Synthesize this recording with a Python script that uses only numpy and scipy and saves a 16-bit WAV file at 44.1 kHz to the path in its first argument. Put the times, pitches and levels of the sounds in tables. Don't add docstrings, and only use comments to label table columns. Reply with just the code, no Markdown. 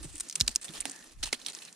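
import sys
import numpy as np
from scipy import signal
from scipy.fft import rfft, irfft
from scipy.io import wavfile

SR = 44100
rng = np.random.default_rng(int(sys.argv[2]) if len(sys.argv) > 2 else 0)


def generate_wav(signal):
    frames = np.transpose(np.atleast_2d(signal))
    scaled = np.clip(frames, -1, 1) * 32767
    pcm = np.round(scaled).astype(np.int16)
    wavfile.write(sys.argv[1], SR, pcm)


def to_linear_factor(level_db):
    exponent = np.asarray(level_db, float) / 20
    return 10 ** exponent


N = 77175

WOOD_LOW_HZ = 2030
PORT_HZ, PORT_WIDTH_HZ, PORT_DB, ROLL_HZ, AIR_DB = 9100, 415, 1, 9630, -12
SIDE_DB = -4.5
FIBRE_PAN_DB, POP_PAN_DB = 0, -1.8


def rms_one(x):
    return x / np.sqrt(np.mean(x ** 2) + 1e-20)


def line(rows, at, warp=np.asarray):
    xs, ys = np.array(rows)[:, 0], np.array(rows)[:, 1]
    return np.interp(warp(at), warp(xs), ys)


def cut(x, hz, kind, order=2):
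    return signal.sosfilt(signal.butter(order, hz, kind, fs=SR, output="sos"), x)


def peak(x, hz, width_hz):
    r = np.exp(-np.pi * width_hz / SR)
    feed = np.array([1, 0, -1]) * (1 - r * r) / 2
    return signal.lfilter(feed, [1, -2 * r * np.cos(2 * np.pi * hz / SR), r * r], x)


def drift(rate_hz):
    r = np.exp(-2 * np.pi * rate_hz / SR)
    noise = rng.standard_normal(N + SR // 2)
    return rms_one(signal.lfilter([1], [1, -2 * r, r * r], noise)[SR // 2:])


def grains(shape):
    grains_per_s, spread_db = 5000, 3.0
    size = to_linear_factor(spread_db * np.minimum(rng.exponential(1, shape), 4))
    size = size * rng.choice([-1, 1], shape)
    return rms_one(size * (rng.random(shape) < grains_per_s / SR))


def chips(shape):
    kinds, ring_cycles, ring_db = 14, 5.8, -12.5
    clicks, dealt = grains(shape), rng.integers(0, kinds, shape)
    rung = 0
    for k, hz in enumerate(np.geomspace(1500, 10500, kinds)):
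        struck = clicks * (dealt == k) + 1e-18
        rung = rung + rms_one(peak(struck, hz, hz / ring_cycles)) * np.sqrt(hz)
    return rms_one(clicks + to_linear_factor(ring_db) * rms_one(rung))


def ports(x, air_db=AIR_DB):
    x = x + to_linear_factor(PORT_DB) * peak(x, PORT_HZ, PORT_WIDTH_HZ)
    return cut(x, ROLL_HZ, "low", order=6) + to_linear_factor(air_db) * cut(x, ROLL_HZ, "high", order=4)


def add(out, sound, s, pan_db):
    i = int(s * SR)
    pair = sound[0] + to_linear_factor(SIDE_DB) * sound[1] * [[1], [-1]]
    pair = pair * to_linear_factor(np.array([[pan_db / 2], [-pan_db / 2]]))
    out[:, i:i + pair.shape[1]] += pair[:, :N - i]


def snaps(rows, pan_db, air_db):
    snap_q, burst_s, burst_db, hit_broad_db, port_db = 1.5, .0005, -11, -13, -11
    trail_s, trail_gain_db, trail_broad_db = .0032, 4, -1

    def fibre(x, hz, broad_db):
        rung = peak(peak(x, hz, hz / snap_q), hz, hz / snap_q)
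        return ports(cut(rung + to_linear_factor(broad_db) * x, WOOD_LOW_HZ, "high"), air_db)

    out, t = np.zeros((2, N)), np.arange(SR // 16) / SR
    trail_shape = np.exp(-t / trail_s) * np.minimum(t / burst_s, 1)
    for (s, db, hz, trail_db), splinters in zip(rows, chips((len(rows), 2, len(t)))):
        hit = to_linear_factor(burst_db) * rng.standard_normal(splinters.shape) * np.exp(-t / burst_s)
        hit[0, 0] += 2
        hit += to_linear_factor(port_db) * 2 * peak(hit, PORT_HZ, 2 * PORT_WIDTH_HZ)
        hit = fibre(hit, hz, hit_broad_db)
        rough = splinters + rng.standard_normal(splinters.shape)
        trail = rms_one(fibre(rough, hz, trail_broad_db)) * trail_shape
        top = np.abs(hit[0]).argmax()
        snap = hit / np.abs(hit[0, top]) + to_linear_factor(trail_db + trail_gain_db) * trail
        add(out, to_linear_factor(db) * snap, s - top / SR, pan_db)
    return out


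def thump():
    start_s, level_db, start_hz, end_hz, sag_s, t60_s = .4113, -30.5, 215, 46, .008, .27
    out, t = np.zeros((2, N)), np.arange(SR // 4) / SR
    turns = end_hz * t + (start_hz - end_hz) * sag_s * (1 - np.exp(-t / sag_s))
    swing = to_linear_factor(level_db - 60 * t / t60_s) * np.sin(2 * np.pi * turns)
    add(out, swing * np.array([[1], [0]]), start_s, FIBRE_PAN_DB)
    return out


def knocks():
    # t/s, peak level/dB, f/Hz, T60/s
    knock_rows = [(.005, -38.5, 310, 0.061), (0.044, -33.5, 305, 0.05), (0.051, -30.5, 143.4, 0.068),
                  (.14, -45.5, 304, 0.16), (.37, -52.5, 163, 0.29), (.4095, -29.5, 523, 0.012),
                  (0.424, -37.5, 242, 0.058), (.474, -39, 585, 0.0089), (0.486, -32, 230, 0.041),
                  (.489, -28, 720, 0.0061), (.559, -34, 304, 0.022), (.692, -34.5, 156, 0.082),
                  (.7, -37.5, 330, 0.042), (.854, -41.5, 276, 0.21), (0.855, -16, 835, 0.0065),
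                  (1.236, -32.5, 277, 0.029), (1.329, -35.5, 246, 0.082), (1.328, -25, 402, 0.023),
                  (1.3275, -13.5, 830, 0.006), (1.42, -51, 263, 0.16), (1.466, -59, 317, 0.12)]
    rough_gain, body_pan_db, boot_pan_db = .35, -1.2, -5
    out, t = np.zeros((2, N)), np.arange(SR // 4) / SR
    noises = rng.standard_normal((len(knock_rows), 2, len(t)))
    for (s, db, hz, t60_s), noise in zip(knock_rows, noises):
        rough = rms_one(peak(peak(noise, hz, .6 * hz), hz, .6 * hz))
        mode = np.sin(2 * np.pi * hz * t) * [[1], [0]]
        shape = to_linear_factor(-60 * t / t60_s) * (1 - np.exp(-t * hz * 1.1))
        ring = (mode + rough_gain * rough) * shape
        add(out, to_linear_factor(db) * ring, s, body_pan_db if hz < 400 else boot_pan_db)
    return out


def slide():
    # t/s, length/s, level/dB, f/Hz
    slide_rows = [
        (.87, .19, -59, 1780),
        (1.334, .025, -49, 4200),
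        (1.486, .03, -50, 4000),
        (1.672, .02, -56, 2600),
        (1.676, .019, -53, 4000),
    ]
    slide_q = 7
    out = np.zeros((2, N))
    for s, length_s, db, hz in slide_rows:
        t = np.arange(int(length_s * SR)) / SR
        hum = grains((2, len(t)))
        hum = rms_one(peak(peak(hum, hz, hz / slide_q), hz, hz / slide_q))
        add(out, to_linear_factor(db) * hum * np.sqrt(np.sin(np.pi * t / length_s)), s, POP_PAN_DB)
    return out


def crunches():
    starts_s = [.026, .09, .2, .411, .488, .612, .643, .685, .735, .856, 1.227, 1.254, 1.327, 1.395, 1.462,
                1.53, 1.618, 1.672]
    # length/s, level/dB, f/Hz
    crunch_rows = [(0.072, -46.5, 8200), (0.18, -53.5, 7800), (0.009, -43, 5800), (0.0049, -30.5, 10000),
                   (0.058, -48, 4700), (0.046, -48, 8000), (0.014, -39.5, 8700), (0.015, -51, 2100),
                   (0.064, -48.5, 3100), (0.015, -43, 2000), (0.02, -34.5, 4000), (0.038, -41.5, 2800),
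                   (0.017, -33.5, 3300), (0.024, -58, 2700), (0.037, -45.5, 3300), (0.037, -50, 4300),
                   (0.041, -49.5, 2740), (0.019, -53.5, 1800)]
    crunch_q, broad_db, low_hz, fall_db, tail_s, pan_db = 5.4, -5.5, 440, 8.5, .011, -1.5
    out, t = np.zeros((2, N)), np.arange(SR // 6) / SR
    clumps_db = 2.5 * drift(45)
    bark = chips((len(crunch_rows), 2, len(t)))
    for s, (length_s, db, hz), g in zip(starts_s, crunch_rows, bark):
        body = peak(g, hz, hz / crunch_q) + to_linear_factor(broad_db) * g
        body = rms_one(cut(body, low_hz, "high", order=1))
        attack = np.clip(t / (.0014 + .043 * length_s), 0, 1)
        tail = np.exp(-np.maximum(t - length_s, 0) / tail_s)
        shape = attack * to_linear_factor(-fall_db * t / length_s) * tail
        clump_db = clumps_db[int(s * SR) // 2:][:len(t)]
        add(out, to_linear_factor(db + 3 + clump_db) * body * shape, s, pan_db)
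    return out


def pops():
    # t/s, peak level/dB, f/Hz
    pop_rows = [(0.466, -37, 4800), (0.493, -39, 4570), (0.514, -36, 6700), (.632, -39, 4900),
                (.645, -54, 8600), (0.65, -42.5, 9100), (0.682, -36, 3270), (0.69, -35, 3530),
                (0.77, -42, 5200), (.780, -38, 3820), (.803, -32.5, 3330), (0.826, -40, 2440),
                (0.861, -37, 8100), (0.88, -58, 8000), (0.912, -34, 6660), (0.945, -51, 1700),
                (.9615, -39.5, 6400), (0.991, -43, 6650), (1.042, -43.5, 9200), (1.082, -54, 4540),
                (1.111, -48, 2940), (1.2296, -30, 2900), (1.232, -35, 5000), (1.2415, -28, 6300),
                (1.274, -37, 4500), (1.274, -32, 840), (1.337, -40, 4200), (1.354, -52, 4300),
                (1.4, -42, 6470), (1.467, -28.5, 9250), (1.474, -39, 7000), (1.4845, -33, 7100),
                (1.522, -37, 6540), (1.538, -41, 9000), (1.6227, -37, 4200), (1.633, -44, 7800),
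                (1.4629, -26.5, 5560), (1.484, -29, 4030), (.8965, -30.5, 7240), (0.8054, -37.5, 2200),
                (1.239, -35.5, 2230), (1.3295, -21.5, 2040), (.479, -14.5, 4360), (0.4108, -15, 4040),
                (0.8546, -30.5, 1520), (0.3552, -43, 1680), (1.4995, -36, 7250), (1.588, -36.5, 4100)]
    pop_q, crack_s, broad_db = 6.5, .0011, -18
    out, t = np.zeros((2, N)), np.arange(SR // 50) / SR
    noises = rng.standard_normal((len(pop_rows), 2, len(t)))
    for (s, db, hz), noise in zip(pop_rows, noises):
        burst = noise * t / crack_s * np.exp(-t / crack_s)
        broad = to_linear_factor(broad_db) * cut(burst, WOOD_LOW_HZ, "high")
        pop = ports(peak(burst, hz, hz / pop_q) + broad)
        add(out, to_linear_factor(db) * pop / np.abs(pop[0]).max(), s - crack_s, POP_PAN_DB)
    return out


def litter():
    # f/Hz, band level/dB
    spectrum = [(71, -40), (120, -2.5), (301, 3.5), (418, -2), (1160, -4), (1790, -6.5), (9020, -5.5),
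                (14400, -42), (16000, -40)]
    # t/s, level/dB
    weight = [(0, -52), (.22, -53), (.28, -53), (.45, -48.5), (.54, -58.5), (.6, -52), (.75, -47),
              (.95, -51), (1.1, -58.5), (1.21, -61.5), (1.3, -55.5), (1.5, -47), (1.75, -58)]
    level_db, patchy_db, alike = -0.5, 2, .47
    out, edges_hz, together = 0, 120 * 2 ** np.arange(0, 7.3, .5), drift(18.6)
    white = chips((2, 2, N)) + .25 * rng.standard_normal((2, 2, N))
    for k, (low, high) in enumerate(zip(edges_hz, edges_hz[1:])):
        mid, side = cut(white[k % 2], [low, high], "band")
        band_db = line(spectrum, np.sqrt(low * high), np.log)
        gain = to_linear_factor(band_db + patchy_db * (1.56 * together + drift(24)))
        pair = np.sqrt(1 + alike) * mid + np.sqrt(1 - alike) * side * [[1], [-1]]
        out = out + gain * pair
    level = to_linear_factor(level_db + line(weight, np.arange(N) / SR))
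    return level * rms_one(cut(out, 120, "high", order=4))


def stick_ring(bark):
    modes_hz = (1800., 2600., 4200.)
    width_hz, level_db = 110, -3
    return to_linear_factor(level_db) * sum(peak(bark, hz, width_hz) for hz in modes_hz)


def puffs():
    # t/s, level/dB
    puff_level = [(0, -50), (.1, -46.5), (.15, -52.5), (.22, -62), (.26, -88), (.4, -75), (.43, -40),
                  (.47, -51), (.5, -47.5), (.52, -67), (.65, -78), (.83, -67), (.87, -93), (1.0, -79),
                  (1.2, -47), (1.28, -49.5), (1.33, -67), (1.75, -101)]
    top_hz, bottom_hz, side_db, lumps_db = 65, 13.0, -5, 2
    low = cut(rng.standard_normal((2, N + SR)), top_hz, "low", order=3)
    mid, side = rms_one(cut(low, bottom_hz, "high")[:, SR:])
    level = to_linear_factor(line(puff_level, np.arange(N) / SR) + lumps_db * drift(6.4))
    return level * (mid + to_linear_factor(side_db) * side * [[1], [-1]])


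def scene():
    # t/s, peak level/dB, f/Hz, splinter trail level/dB
    fibres = [(.1568, -28, 8400, -17), (.1622, -38, 2500, -14), (.1685, -34, 8200, -16),
              (.1808, -29, 8600, -13), (.188, -34, 7800, -18), (.1995, -25, 7800, -13),
              (.2059, -20, 8000, -14), (.2083, -18, 8700, -18), (.2854, -35, 6500, -12),
              (.289, -30, 6500, -22), (.2983, -19, 6000, -20), (.311, -27, 5000, -18),
              (.3265, -25, 5700, -14), (.3551, -15, 6000, -18), (.3578, -15, 7500, -19),
              (.3582, -23, 2600, -15), (.3985, -26, 6500, -14), (.4034, -8.5, 5400, -19),
              (.4103, -1.5, 4500, -24), (.4192, -22, 5500, -16), (.4763, -29, 6300, -14),
              (.4789, -11, 6300, -18), (.4797, -13, 4600, -18), (.4802, -15, 2600, -19),
              (.4917, -28, 7000, -10), (.5516, -30, 8000, -12), (.5598, -4.5, 5300, -30),
              (.5625, -24, 5500, -18), (.5601, -11, 9000, -28)]
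    twigs = [(.6136, -38, 9000, -10), (.8981, -31, 7500, -12), (.9166, -28, 7500, -17),
             (1.026, -40, 3200, -16), (1.238, -17, 4600, -20), (1.2563, -29, 4200, -13),
             (1.266, -29, 6800, -11), (1.3273, -19, 6500, -18), (1.3286, -15, 4600, -16),
             (1.33, -19, 2300, -14), (1.3323, -21, 9000, -19), (1.5005, -31, 9200, -18),
             (1.5501, -23, 6200, -18), (1.5672, -36, 3000, -16), (1.5876, -37, 7300, -13),
             (1.6518, -28, 6000, -24), (1.7271, -35, 6500, -14)]
    ticks = [
        (.7065, -36, 9000, -12),
        (.7366, -38, 2800, -8),
        (.7576, -35, 4400, -10),
        (.8058, -15, 8800, -26),
        (.81, -18, 8200, -22),
        (.8549, -17, 2350, -17),
        (1.4158, -40, 3800, -10),
        (1.4492, -38, 3800, -11),
        (1.4637, -18, 3400, -20),
        (1.4851, -24, 4000, -19),
    ]
    wood = snaps(fibres, FIBRE_PAN_DB, air_db=-9.5)
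    wood = wood + snaps(twigs, pan_db=1, air_db=-19)
    wood = wood + snaps(ticks, pan_db=-4, air_db=-11.5)
    bark = ports(crunches()) + litter()
    stick = stick_ring(bark) + knocks() + thump() + slide()
    return wood + stick + bark + pops() + puffs()


def low_pass(x):
    return signal.sosfilt(signal.butter(12, 16660, fs=SR, output="sos"), x)


def record(dry):
    # f/Hz, width/Hz, share removed [0-1]
    shade = [(690, 1500, 0.29), (2350, 1700, 0.34)]
    left_lag_s, clip_level, top_hz = .000022, .93, 16600
    lag_s = np.array([[left_lag_s], [0]])
    late = np.exp(-2j * np.pi * np.fft.rfftfreq(N, 1 / SR) * lag_s)
    x = irfft(rfft(dry) * late, N)
    for hz, width_hz, share in shade:
        x[0] -= share * peak(x[0], hz, width_hz)
    x = np.clip(x, -clip_level, clip_level)
    x = signal.sosfilt(signal.cheby2(12, 70, top_hz, fs=SR, output="sos"), x)
    return low_pass(x)


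dry = scene()
out = record(dry)
generate_wav(out)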